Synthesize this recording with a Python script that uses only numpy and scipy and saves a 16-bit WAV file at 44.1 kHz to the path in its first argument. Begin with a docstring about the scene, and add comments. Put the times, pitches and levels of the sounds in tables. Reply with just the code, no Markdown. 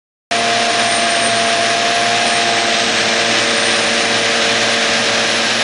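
"""A six-cylinder tractor drones at full revs as it turns from flank to nose, driving disc mowers through tall grass.
The exhaust sounds multiples of the firing rate, one of them ringing loud; gears, discs and shaft sing on theirs.
The turbocharger adds a thin gliding whistle in a breathy skirt, and the open engine side a hollow band of noise.
Filtered noise with diesel clatter and snapping stalks makes the roar and the broad hiss.
The sound cuts in abruptly after a short silence; both channels are the same."""
import sys
import numpy as np
from scipy import signal
from scipy.fft import rfft, irfft, next_fast_len
from scipy.io import wavfile

SR = 44100
rng = np.random.default_rng(int(sys.argv[2]) if len(sys.argv) > 2 else 0)


def int16_out(signal):
    """Quantize to a 16-bit WAV file."""
    q = np.round(np.clip(np.atleast_2d(signal).T, -1, 1) * 32767)
    wavfile.write(sys.argv[1], SR, q.astype(np.int16))


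N = 248283

CYLINDERS = 6  # all fire once in each four-stroke cycle
TURN_START_S, TURN_S = 1.9, 1.34  # the swing from flank to nose


def from_db(db):
    """Decibels to gain."""
    return 10 ** (np.asarray(db) / 20)


def unit(x):
    """Scales to an rms of one."""
    return x / np.sqrt(np.mean(x ** 2) + 1e-20)


def curves(rows):
    """Each column of a time table, sample by sample."""
    s, *columns = np.transpose(rows)
    return [np.interp(np.arange(N) / SR, s, column) for column in columns]


def facing(*db):
    """A level that passes through the given values, evenly spaced, as the tractor turns from flank to nose."""
    turned = (np.arange(N) / SR - TURN_START_S) / TURN_S
    return np.interp(turned, np.linspace(0, 1, len(db)), db)


def colour(x, points):
    """Filters x by a spectrum of (Hz, dB) points, joined on a log frequency axis, to unit rms."""
    hz, db = np.transpose(points)
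    size = next_fast_len(N)
    f = np.fft.rfftfreq(size, 1 / SR)
    gain = from_db(np.interp(np.log(f + 1), np.log(hz), db))
    return unit(irfft(rfft(x, size) * gain, size)[:N])


def wander(rate_hz):
    """Smooth chance of unit rms that changes up to about rate_hz."""
    size = 2 ** 14  # coarse points across the whole scene
    f = np.fft.rfftfreq(size, N / SR / size)
    slow = irfft(rfft(rng.standard_normal(size)) / (1 + (f / rate_hz) ** 4))
    return unit(np.interp(np.arange(N) * size / N, np.arange(size), slow))


def tone(turns, flutter, rate_hz):
    """A sine of unit rms whose strength and phase flutter in moving air."""
    angle = 2 * np.pi * (turns + rng.random())
    in_step = (1 + flutter * wander(rate_hz)) * np.cos(angle)
    quadrature = flutter * wander(rate_hz) * np.sin(angle)
    return unit(in_step + quadrature)


def exhaust(firings, sway_db=0.5):
    """The low drone: multiples of the firing rate, each beamed its own way; the weak ones flutter most."""
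    # exhaust notes: (multiple of firing rate, level from flank [dB], from front corner [dB], head-on [dB])
    notes = [(2, -32.5, -36, -31.5), (3, -42.5, -32.5, -35.5), (4, -30.5, -31, -27.5), (5, -37, -37.5, -27),
             (7, -36.5, -30, -43)]
    # brief dips of single notes: (time [s], multiple of firing rate, half length [s], depth [dB])
    note_dips = [(1.08, 4, 0.26, 4.5), (1.87, 2, 0.22, 13.5), (5.63, 4, 0.29, 11), (5.3, 3, 1, 9),
                 (5.63, 5, 0.29, 5.5)]
    t = np.arange(N) / SR
    drone = np.zeros(N)
    for multiple, *beam in notes:
        db = facing(*beam)
        for s, dipped, half_length, depth in note_dips:
            if round(dipped) == round(multiple):
                db = db - depth * np.exp(-((t - s) / half_length) ** 2)
        flutter = np.interp(db, [-36, -20], [.18, .07])
        level = from_db(db + sway_db * wander(2.2))
        drone += level * tone(round(multiple) * firings, flutter, rate_hz=23)
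    return drone


def whine(firings):
    """The sixth multiple of the firing rate rings loud at first, then drops and swells unevenly."""
    # loudest exhaust note: (time [s], level [dB])
    whine_level = [(.31, -19.5), (2.05, -19), (2.82, -22), (2.87, -35), (3.25, -25), (3.72, -39), (4, -27),
                   (4.45, -27), (5.63, -33.5)]
    db, = curves(whine_level)
    return from_db(db) * tone(6 * firings, flutter=.08, rate_hz=16)


def rotor(turns, tones):
    """Tones on whole multiples of a turning part, each drifting a little in strength and phase."""
    return sum(from_db(db) * tone(round(multiple) * turns, flutter=0.24, rate_hz=3.6)
               for multiple, db in tones)


def driveline(firings):
    """Engine gears, mower discs and drive shaft are geared together and beat against each other."""
    # weaker engine and gear tones: (multiple of four-stroke cycle rate, level [dB])
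    engine_tones = [(6, -45.5), (9, -49.5), (13, -51.5), (28, -39.5), (33, -37), (39, -47.5), (48, -43.5),
                    (52, -53), (54, -39), (60, -39), (64, -39), (66, -42), (72, -43), (84, -35),
                    (96, -40.5), (104, -41), (123, -35), (132, -37), (156, -42), (280, -39.5)]
    # mower discs, two blades each: (multiple of disc speed, level [dB])
    disc_tones = [(1, -59.5), (2, -48.5), (4, -40), (5, -48), (6, -56.5), (10, -46.5), (12, -48), (20, -44)]
    # slightly faster drive shaft: (multiple of shaft speed, level [dB])
    shaft_tones = [(2, -41), (3, -52), (4, -40.5)]
    disc_turns_per_firing, shaft_turns_per_firing = 0.4645, 0.5105
    engine = rotor(firings / CYLINDERS, engine_tones)
    discs = rotor(firings * disc_turns_per_firing, disc_tones)
    shaft = rotor(firings * shaft_turns_per_firing, shaft_tones)
    return engine + discs + shaft


def turbo(skirt_width_hz=420, skirt_db=-3):
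    """A thin whistle in a breathy skirt of intake air; both flare as the pitch crosses the duct's resonance."""
    # blade tone, gliding with the load: (time [s], pitch [Hz])
    blade_pitch = [(0.31, 9262), (0.5, 9250), (0.95, 8920), (1.25, 8872), (1.75, 9373), (2.05, 9480),
                   (2.5, 8543), (2.75, 8296), (3, 8390), (3.55, 8872), (4.8, 9517), (5.63, 9854)]
    duct_hz, duct_width_hz, duct_boost_db = 8930, 300, 9.5
    sway_db, pitch_sway_hz = 1.5, 12  # rms
    hz, = curves(blade_pitch)
    flare = 1 / (1 + (2 * (hz - duct_hz) / duct_width_hz) ** 2)
    db = facing(-39, -41) + duct_boost_db * flare + sway_db * wander(12)
    turns = np.cumsum(hz + pitch_sway_hz * wander(26.7)) / SR
    whistle = tone(turns, flutter=0.42, rate_hz=40)
    # narrow-band noise, shifted up to ride 50 Hz below the blade tone
    pole = np.exp(-np.pi * skirt_width_hz / SR)
    eddies = signal.lfilter([1], [1, -pole], wander(900) + 1j * wander(900))
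    carrier = np.exp(2j * np.pi * np.cumsum(hz - 50) / SR)
    skirt = unit((eddies * carrier).real)
    return from_db(db) * (whistle + from_db(skirt_db) * skirt)


def clatter(firings):
    """Injectors and valves knock at the same crank angles in every cycle, never quite equally hard."""
    count = 48  # knocks a cycle
    place, strength = rng.random(count), rng.standard_normal(count)
    cycles = firings / CYLINDERS
    angles = np.arange(int(cycles[-1]) + 1)[:, None] + place
    jitter = 2.5 * rng.standard_normal(angles.shape)  # samples
    at = np.interp(angles, cycles, np.arange(N)) + jitter
    at = np.clip(at, 0, N - 1).astype(int)
    blows = strength * (1 + 0.68 * rng.standard_normal(angles.shape))
    blows = blows * (angles < cycles[-1])  # none past the end
    knocks = np.bincount(at.ravel(), blows.ravel(), N)
    t = np.arange(2048) / SR
    # the dense, short ring of the casting falls 60 dB in 0.03 s
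    block = rng.standard_normal(len(t)) * from_db(-60 * t / .03)
    return unit(signal.oaconvolve(knocks, block)[:N])


def stalks(cuts_per_s=2500):
    """Countless small snaps of random size and sign as the blades cut grass."""
    size_db = 3.9 * np.minimum(rng.exponential(1, N), 4)
    snaps = from_db(size_db) * rng.choice([-1, 1], N)
    return unit(snaps * (rng.random(N) < cuts_per_s / SR))


def machine_noise(firings):
    """Low roar and bright rush: turbulent air mixed with faint clatter and cutting."""
    # roar of the engine bay and mower hoods: (frequency [Hz], relative density [dB per Hz])
    roar_spectrum = [(20, -23.5), (70, -13.5), (100, -16.5), (145, -9), (240, -1), (330, 1.5), (400, -3),
                     (540, 2), (650, 3.5), (790, 2.5), (940, -3), (1100, -9), (1500, -25.5)]
    # rush of the fan and the blades: (frequency [Hz], relative density [dB per Hz])
    rush_spectrum = [(700, -27), (1050, -9.5), (1230, -3), (1400, -6), (1620, 2), (1950, 0), (2200, -2),
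                     (2450, -1), (4050, -2.5), (4650, -7.5), (5300, -5), (6400, -9.5), (7700, -17.5),
                     (10000, -25)]
    knocks = from_db(-10) * clatter(firings)
    roar = colour(rng.standard_normal(N) + knocks, roar_spectrum)
    throb = 1 + 0.049 * np.cos(2 * np.pi * firings)  # once each firing
    air = rng.standard_normal(N) * throb
    rush = colour(air + knocks + from_db(-6.0) * stalks(), rush_spectrum)
    roar_db = facing(-25.5, -24.5) + 0.69 * wander(9.6)
    rush_db = facing(-17.5, -16) + 0.44 * wander(12)
    return from_db(roar_db) * roar + from_db(rush_db) * rush


def engine_side():
    """A hollow band of engine-bay noise that fades as the flank turns away."""
    # honk of the open engine side: (frequency [Hz], relative density [dB per Hz])
    honk_spectrum = [(900, -26), (1080, 2.5), (1200, -2), (1330, -5), (1550, -32)]
    honk = colour(rng.standard_normal(N), honk_spectrum)
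    return from_db(facing(-33, -46.5)) * honk


def scene():
    """The exhaust, driveline and clatter turn with the crankshaft; both channels carry the same sound."""
    # engine speed, sagging and recovering under load: (time [s], firing rate [firings per s])
    firing_rate = [(0.31, 115.11), (0.6, 115.99), (1.25, 114.34), (1.6, 114.17), (2.2, 116.69),
                   (2.8, 114.47), (3.5, 114.97), (5.63, 114.73)]
    firings = np.cumsum(curves(firing_rate)[0]) / SR  # running count
    tones = exhaust(firings) + whine(firings) + driveline(firings) + turbo()
    mix = tones + machine_noise(firings) + engine_side()
    return np.array([mix, mix])


def record(dry):
    """Silence until the sound cuts in; the highest peaks are rounded off; then the treble is cut."""
    start_s, edge_hz, ceiling = 0.311, 10050, 0.85  # ceiling in full scale
    running = np.arange(N) / SR >= start_s
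    rounded = dry / (1 + (dry / ceiling) ** 6) ** (1 / 6)
    lowpass = signal.firwin(511, edge_hz, window=("kaiser", 9), fs=SR)
    return signal.oaconvolve(rounded * running, lowpass[None], "same", axes=1)


dry = scene()
out = record(dry)
int16_out(out)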